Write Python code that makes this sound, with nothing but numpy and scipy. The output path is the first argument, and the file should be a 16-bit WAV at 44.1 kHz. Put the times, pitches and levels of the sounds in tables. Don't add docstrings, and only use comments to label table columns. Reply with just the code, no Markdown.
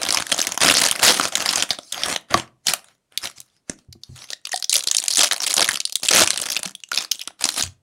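import sys
import numpy as np
from scipy import signal
from scipy.fft import rfft, irfft, next_fast_len
from scipy.io import wavfile
from scipy.ndimage import uniform_filter1d, minimum_filter1d

SR = 44100
rng = np.random.default_rng(int(sys.argv[2]) if len(sys.argv) > 2 else 0)


def waveform_to_disk(signal):
    frames = np.transpose(np.atleast_2d(signal))
    scaled = np.clip(frames, -1, 1) * 32767
    samples = np.round(scaled).astype(np.int16)
    wavfile.write(sys.argv[1], SR, samples)


N = 344842

# time_s, crease_level_db (over 2 ms), sheet_re_crease_db
CREASE_SNAPS = [(0.0319, -13.5, -12.0), (0.0877, -14, -7.5), (0.1061, -10, -16.5), (0.1248, -5.5, -12),
                (0.1465, -8.5, -7.5), (0.172, -9.5, -1), (0.319, -11, -2.5), (0.3252, -10.5, -2.5),
                (0.3918, -13, -5.5), (0.4152, -9, -18.0), (0.47, -13, -7.5), (0.5207, -15.5, -13),
                (0.576, -15, -1.5), (0.6991, -9.5, 6), (0.9125, -6.5, -11.5), (1.1979, -11.5, 9),
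                (1.2536, -16.5, 0), (1.354, -7.5, -11), (1.46, -12.5, -3.5), (1.4907, -2.5, -14),
                (1.528, -17.5, -25), (1.5576, -9.5, -14.5), (1.6242, -7, -4.5), (1.7061, -3.5, -9.5),
                (1.7875, -28, 3.5), (1.9244, -15.5, -18.0), (2.0349, -7.5, -11.5), (2.1618, -17.5, 2),
                (2.3414, -10, -1.5), (2.67, -4, -17), (2.6844, -5.5, -9), (2.736, -8, -6.5),
                (2.8436, -43, -4.5), (3.175, -12, -18.5), (3.255, -22, -3.5), (3.4031, -28, -26.0),
                (3.697, -18, -7), (3.9273, -32.5, -20), (4.0352, -27.5, -30), (4.304, -22.5, -11),
                (4.332, -19, -8), (4.4538, -20, -19.5), (4.5187, -20, -10), (4.6247, -17, -15),
                (4.6435, -15, -20), (4.6954, -1, -32.5), (4.7288, -8, -29), (4.755, -6, -22),
                (4.8379, -21.5, -28), (4.874, -10, -20), (4.8846, -13.5, -28), (4.9134, -5, -22),
                (4.9482, -11.5, -12), (4.9675, -7, -35), (4.9841, -9, -38.5), (5.0009, -17, -21.5),
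                (5.0392, -18, -12), (5.082, -8, -19.5), (5.1714, 8, -16.5), (5.312, -12.5, -2),
                (5.4326, -17, -17.5), (5.466, -13, -10.5), (5.5407, -5, -15), (5.567, -7.5, -15),
                (5.6897, -6.5, 2.5), (5.8036, -13.5, -17), (5.8531, -11, -40), (5.9238, -21, -36),
                (5.9556, -9, -29.0), (6.0878, -2, -21), (6.2747, -3.5, -6.5), (6.305, -3.5, -11),
                (6.3754, -14.5, -13.5), (6.4166, -15, -28), (6.566, -14.5, -1), (6.752, -30, -41),
                (6.837, -29, -33.5), (6.917, -20.5, -6.5), (6.9755, 1, -9.5), (7.1172, -6, -24.5),
                (7.2146, -22.5, -27), (7.275, -20.5, -9), (7.4409, -7.5, -14), (7.4546, -10.5, -8),
                (7.489, -11, -10.5), (7.625, -6, -24)]
def snaps():
    times, level_db, sheet_re_crease_db = np.transpose(CREASE_SNAPS)
    strength = amp(level_db) * np.sqrt(SR * .002)
    return buckle(times, strength, strength * amp(sheet_re_crease_db), crack_t60=0.012, facet_db=8.0)


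# time_s, sliding_fraction
SLIDING_SHARE = [(0, 0.12), (0.55, 0.39), (0.85, 0.1), (1.08, 0.46), (1.35, 0.25), (1.85, 0.68),
                 (3.3, 0.54), (4.2, 0.62), (4.45, 0.03), (6.1, 0.02), (7.15, 0.08), (7.5, 0.41)]
def crackle(crease_db=1, rate_per_s=135, doubling_db=10.5, scatter_db=3.5, slide_db=-3, candidates=6000):
    crease_level, sheet_level = crumpling()
    slide = np.clip(curves(SLIDING_SHARE)[0], 0, 1)
    at, chance = rng.integers(0, N, candidates), rng.random(candidates)
    strength = amp(scatter_db * np.clip(rng.standard_normal(candidates), -2, 2))
    per_second = rate_per_s * 2 ** ((crease_level[at] + 30) / doubling_db)
    gives = chance < per_second * N / SR / candidates
    at, strength = at[gives], strength[gives]
    energy = np.bincount(at, strength ** 2, N)
    work = uniform_filter1d(uniform_filter1d(energy, size=1100), size=900)
    strength = strength * np.sqrt((1 - slide[at]) / np.abs(work[at]))
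    crease, sheet = amp(crease_level + crease_db), amp(sheet_level)
    buckles = buckle(at / SR, strength * crease[at], strength * sheet[at], crack_t60=0.0082, facet_db=8.5)
    sliding = crease * hiss(CREASE_SPECTRUM, patchy_db=5) + sheet * hiss(SHEET_SPECTRUM, patchy_db=2.5)
    return buckles + amp(slide_db) * np.sqrt(slide) * sliding


# start_s, length_s, crease_level_db, sheet_level_db
HAND_SQUEEZES = [(0, 0.216, -28, -27), (0.255, 0.28, -32, -33.5), (0.313, 0.018, -23.5, -33),
                 (0.376, 0.021, -22, -28), (0.613, 0.09, -14.5, -15), (0.739, 0.125, -17, -22),
                 (0.875, 0.135, -30, -28.5), (1.03, 0.067, -10.5, -13.5), (1.141, 0.115, -23, -26.5),
                 (1.331, 0.291, -25, -26), (1.699, 0.0085, -27.5, -28.5), (1.789, 0.12, -46, -64),
                 (1.93, 0.088, -32.5, -31), (2.033, 0.093, -25.5, -25), (2.312, 0.076, -30.5, -24.5),
                 (2.675, 0.016, -19, -25), (2.692, 0.039, -31, -31), (2.824, 0.09, -57, -56),
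                 (3.124, 0.087, -54, -51), (3.231, 0.025, -28, -32), (3.365, 0.028, -43, -52),
                 (3.418, 0.16, -66.5, -70), (3.69, 0.0091, -44, -42.5), (3.78, 0.012, -55.5, -59.5),
                 (4.031, 0.1392, -54, -62.5), (4.162, 0.076, -42, -46), (4.294, 0.028, -38.5, -45),
                 (4.455, 0.02, -34.5, -43), (4.529, 0.03, -26, -44), (4.722, 0.04, -16, -33.5),
                 (4.773, 0.327, -34.5, -41.5), (5.105, 0.12, -20, -40), (5.188, 0.04725, -14, -20.5),
                 (5.306, 0.028, -21.5, -27), (5.398, 0.145, -23, -32.5), (5.58, 0.03717, -15, -19.5),
                 (5.63, 0.136, -27, -34), (5.821, 0.155, -38, -53), (6.033, 0.014, -22, -32.5),
                 (6.112, 0.109, -13, -17), (6.276, 0.2043, -29.5, -34.5), (6.497, 0.019, -22.5, -35.5),
                 (6.555, 0.017, -28, -32.5), (6.629, 0.023, -27, -33), (6.75, 0.14, -52.5, -69),
                 (6.921, 0.062, -26, -34), (6.969, 0.0725, -32.5, -39.5), (7.11, 0.099, -38, -51.5),
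                 (7.271, 0.0078, -54, -39), (7.411, 0.045, -28, -31), (7.465, 0.165, -31, -42),
                 (7.568, 0.041, -22, -26.5)]
def crumpling(grab_db_per_s=1198.5, swell_db=3, relax_db_per_s=356.5, hush_db=7, load_s=0.008):
    t = np.arange(0, N, SR // 1000) / SR
    power = np.zeros((2, len(t)))
    for start, length, crease_db, sheet_db in HAND_SQUEEZES:
        age = t - start
        grab = grab_db_per_s * np.minimum(age, 0)
        swell = swell_db * (np.clip(age / length, 0, 1) - 1)
        relax = -relax_db_per_s * np.maximum(age - length, 0)
        power += amp(grab + swell + relax + np.array([[crease_db], [sheet_db]])) ** 2
    until_snap = np.transpose(CREASE_SNAPS)[0][:, None] - t
    loading = np.max((until_snap > 0) * np.exp(-(until_snap / load_s) ** 2), axis=0)
    levels_db = 10 * np.log10(power + 1e-12) - hush_db * loading
    return curves(np.column_stack([t, *levels_db]))


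# frequency_hz, level_db
CREASE_SPECTRUM = [(100, -56), (1000, -48.5), (2200, -17.5), (3200, -4), (4200, 1.5), (6300, 2),
                   (7800, -3.5), (9600, -2.5), (11000, -8.5), (12500, -16.5), (15500, -22.5)]
# frequency_hz, level_db
SHEET_SPECTRUM = [(25, -20.5), (70, -7.5), (170, -5), (305, -1), (430, -7), (540, -0.5), (720, 2.5),
                  (860, -1), (1350, 3), (2100, 1.5), (3200, -1.5), (6000, -33.5), (15000, -59.5)]
# time_s, cutoff_hz
GRIP_CUTOFF = [(3.9, 85.6), (4.5, 488.7), (5.1, 405), (5.6, 120.6), (6.2, 80.17)]
def buckle(times, crease_gain, sheet_gain, crack_t60, facet_db, spread_s=0.0012, side_db=-8, size=768):
    count, lead_s = len(times), .003
    t, hz = np.arange(size) / SR - lead_s, np.fft.rfftfreq(size, 1 / SR)
    power = (t >= 0) * amp(-60 * np.abs(t) / crack_t60) ** 2
    for offset in spread_s * rng.standard_normal((count, 2)).T:
        age = t - offset[:, None]
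        power = power + (age >= 0) * amp(side_db - 60 * np.abs(age) / crack_t60) ** 2
    cracks = rfft(np.sqrt(power) * rng.standard_normal((count, size)))
    octaves = np.log2(1 + hz / 900)
    bands = np.exp(-(octaves[:, None] * 4 - np.arange(18)) ** 2)
    cracks = cracks * amp(facet_db * rng.uniform(-1, 1, (count, bands.shape[1])) @ bands.T)
    cutoff_hz = np.interp(times, *np.transpose(GRIP_CUTOFF))[:, None]
    grip_highpass = (1j * hz / (1j * hz + cutoff_hz)) ** 2
    crease = unit_energy(irfft(cracks * response(CREASE_SPECTRUM, size) * size_colour(crease_gain, hz)))
    sheet = unit_energy(irfft(cracks * grip_highpass * response(SHEET_SPECTRUM, size)))
    bursts = crease_gain[:, None] * crease + sheet_gain[:, None] * sheet
    onsets = np.maximum(0, np.round((times - lead_s) * SR).astype(int))
    samples = onsets[:, None] + np.arange(size)
    return np.bincount(samples.ravel(), bursts.ravel(), N)[:N]


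def size_colour(gain, hz, pivot_hz=5500, brightening=0.057, middling_db=-2):
    weakness_db = middling_db - 20 * np.log10(gain + 1e-9)
    db_per_octave = np.clip(brightening * weakness_db, -2, 4)
    octaves = np.clip(np.log2((hz + 1) / pivot_hz), -2, 1)
    return amp(db_per_octave[:, None] * octaves)


def billow(level_db=-23, growth=1.3, hard_pull_db=-16, hollow_hz=490, q=1.3):
    sheet_level = crumpling()[1]
    hollow = signal.lfilter(*signal.iirpeak(hollow_hz, q, SR), hiss(SHEET_SPECTRUM, patchy_db=5.0))
    return amp(level_db + growth * (sheet_level - hard_pull_db)) * unit(hollow)


# start_s, length_s, level_db, resonance_hz
FILM_DRAGS = [(0.748, 0.053, -20, 4615), (0.832, 0.014, -25, 4740), (7.203, 0.024, -33.5, 2990)]
def rasps(slip_hz=330, q=2.6):
    out = np.zeros(N)
    for start, length, level_db, hz in FILM_DRAGS:
        t = np.arange(round(length * SR)) / SR
        slips = (1 - t * slip_hz % 1) ** 2 * rng.standard_normal(SR // 4)[:len(t)]
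        patch = signal.iirpeak(hz, q, SR)
        shaken = signal.lfilter(*patch, signal.lfilter(*patch, slips))
        add(out, start, amp(level_db) * unit(shaken * np.sin(np.pi * t / length)))
    return out


# start_s, level_db, pitch_hz, t60_s
PANEL_FLIPS = [(0.699, -17.5, 289, 0.1), (1.09, -16, 294, 0.099), (1.092, -13, 503, 0.06),
               (3.697, -7, 249.4, 0.014), (4.532, -13.5, 1876, 0.027), (4.5398, -14, 740, 0.049),
               (4.871, -20.5, 414, 0.014), (6.212, -13.5, 330, 0.083), (6.215, -8, 631.2, 0.083),
               (6.658, -25.5, 190.4, 0.071), (6.751, -19, 3360, 0.014), (6.837, -20, 2844, 0.012),
               (6.9177, -9.5, 1430, 0.02), (7.603, -27.5, 238, 0.069)]
def pops():
    out, t = np.zeros(N), np.arange(SR // 8) / SR
    for start, level_db, hz, t60 in PANEL_FLIPS:
        add(out, start, damped_mode(t, level_db, hz, t60))
    return out


# start_s, level_db, cutoff_hz
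DESK_BLOWS = [(2.309, -31, 260), (2.343, -18, 1481), (3.237, -42.5, 199.3), (3.38, -45.5, 170),
              (3.886, -26, 96.3), (3.952, -41, 274), (4.093, -25.5, 126), (4.124, -32, 130),
              (7.635, -14, 74.74), (7.669, -17, 71.87)]
# frequency_hz, gain_db, t60_s
DESK_MODES = [(92.2, -5.5, 0.12), (128, -2.5, 0.18), (230, 4.5, 0.065), (337, 4.5, 0.098),
              (697, 10.5, 0.036), (735, -0.5, 0.12), (1135, 18.5, 0.031)]
def desk():
    out, t = np.zeros(N), np.arange(SR // 2) / SR
    for start, level_db, cutoff_hz in DESK_BLOWS:
        for hz, gain_db, t60 in DESK_MODES:
            contact = 1 / np.sqrt(1 + (hz / cutoff_hz) ** 6)
            add(out, start, contact * damped_mode(t, level_db + gain_db, hz, t60))
    return out


# frequency_hz, t60_s
ROOM_DECAY = [(100, 0.45), (700, 0.3), (2000, 0.23), (5000, 0.17), (13000, 0.18)]
def room(x, tail_db=-17, wall_db=-21, wall_delay_s=0.0085, wall_t60=.012, build_s=0.0016):
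    hz, frame_s, noise = signal.stft(rng.standard_normal(SR // 2), SR, nperseg=256)
    decay = amp(-60 * frame_s / along(ROOM_DECAY, hz)[:, None])
    tail = signal.istft(noise * decay, SR, nperseg=256)[1]
    t = np.arange(len(tail)) / SR
    impulse_response = amp(tail_db) * unit_energy(tail * (1 - np.exp(-t / build_s)))
    reflection = unit_energy(rng.standard_normal(len(t)) * amp(-60 * t / wall_t60))
    add(impulse_response, wall_delay_s, amp(wall_db) * reflection)
    return signal.fftconvolve(x, impulse_response)[:N]


# frequency_hz, level_db
AMBIENT_SPECTRUM = [(25, -4.5), (130, 10), (600, 1), (1200, -7), (9500, -11.5), (15000, -24.5)]
def ambience(level_db=-74):
    return amp(level_db) * hiss(AMBIENT_SPECTRUM, patchy_db=0)


def hiss(spectrum, patchy_db):
    noise = signal.stft(rng.standard_normal(N), nperseg=1024)[2]
    patches = uniform_filter1d(rng.standard_normal(noise.shape), size=14, axis=0)
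    patches = uniform_filter1d(patches, size=4, axis=1)
    colour = np.abs(response(spectrum, size=1024))[:, None] * amp(patchy_db * unit(patches))
    return unit(signal.istft(noise * colour, nperseg=1024)[1][:N])


def damped_mode(t, level_db, hz, t60):
    return amp(level_db - 60 * t / t60) * (1 - np.exp(-2 * hz * t)) * np.sin(2 * np.pi * hz * t)


def response(spectrum, size):
    cepstrum = irfft(np.log(amp(along(spectrum, np.fft.rfftfreq(size, 1 / SR)))))
    cepstrum[1:size // 2] *= 2
    cepstrum[size // 2 + 1:] = 0
    return np.exp(rfft(cepstrum))


def amp(db):
    return 10 ** (np.asarray(db) / 20)


def unit(x):
    return x / np.sqrt(np.mean(x ** 2) + 1e-20)


def unit_energy(x):
    return x / (np.linalg.norm(x, axis=-1, keepdims=True) + 1e-20)


def along(points, hz):
    point_hz, values = np.transpose(points)
    return np.interp(np.log(hz + 1), np.log(point_hz + 1), values)


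def curves(rows):
    times, *columns = np.transpose(rows)
    return [np.interp(np.arange(N) / SR, times, column) for column in columns]


def add(track, start_s, sound):
    part = track[max(0, round(start_s * SR)):][:len(sound)]
    part += sound[:len(part)]


def scene():
    direct = snaps() + crackle() + billow() + rasps() + desk() + pops()
    return (direct + room(direct) + ambience())[None]


def limiter(x, ceiling=.92):
    needed = np.minimum(1, ceiling / (np.abs(x) + 1e-9))
    held = minimum_filter1d(needed, size=200, origin=70)
    return x * uniform_filter1d(held, size=50)


def record(dry, top_hz=15950, edge_hz=500):
    size = next_fast_len(N + SR // 4)
    passband = np.clip((top_hz - np.fft.rfftfreq(size, 1 / SR)) / edge_hz + .5, 0, 1)
    return irfft(rfft(limiter(dry), size) * passband, size)[..., :N]


dry = scene()
out = record(dry)
waveform_to_disk(out)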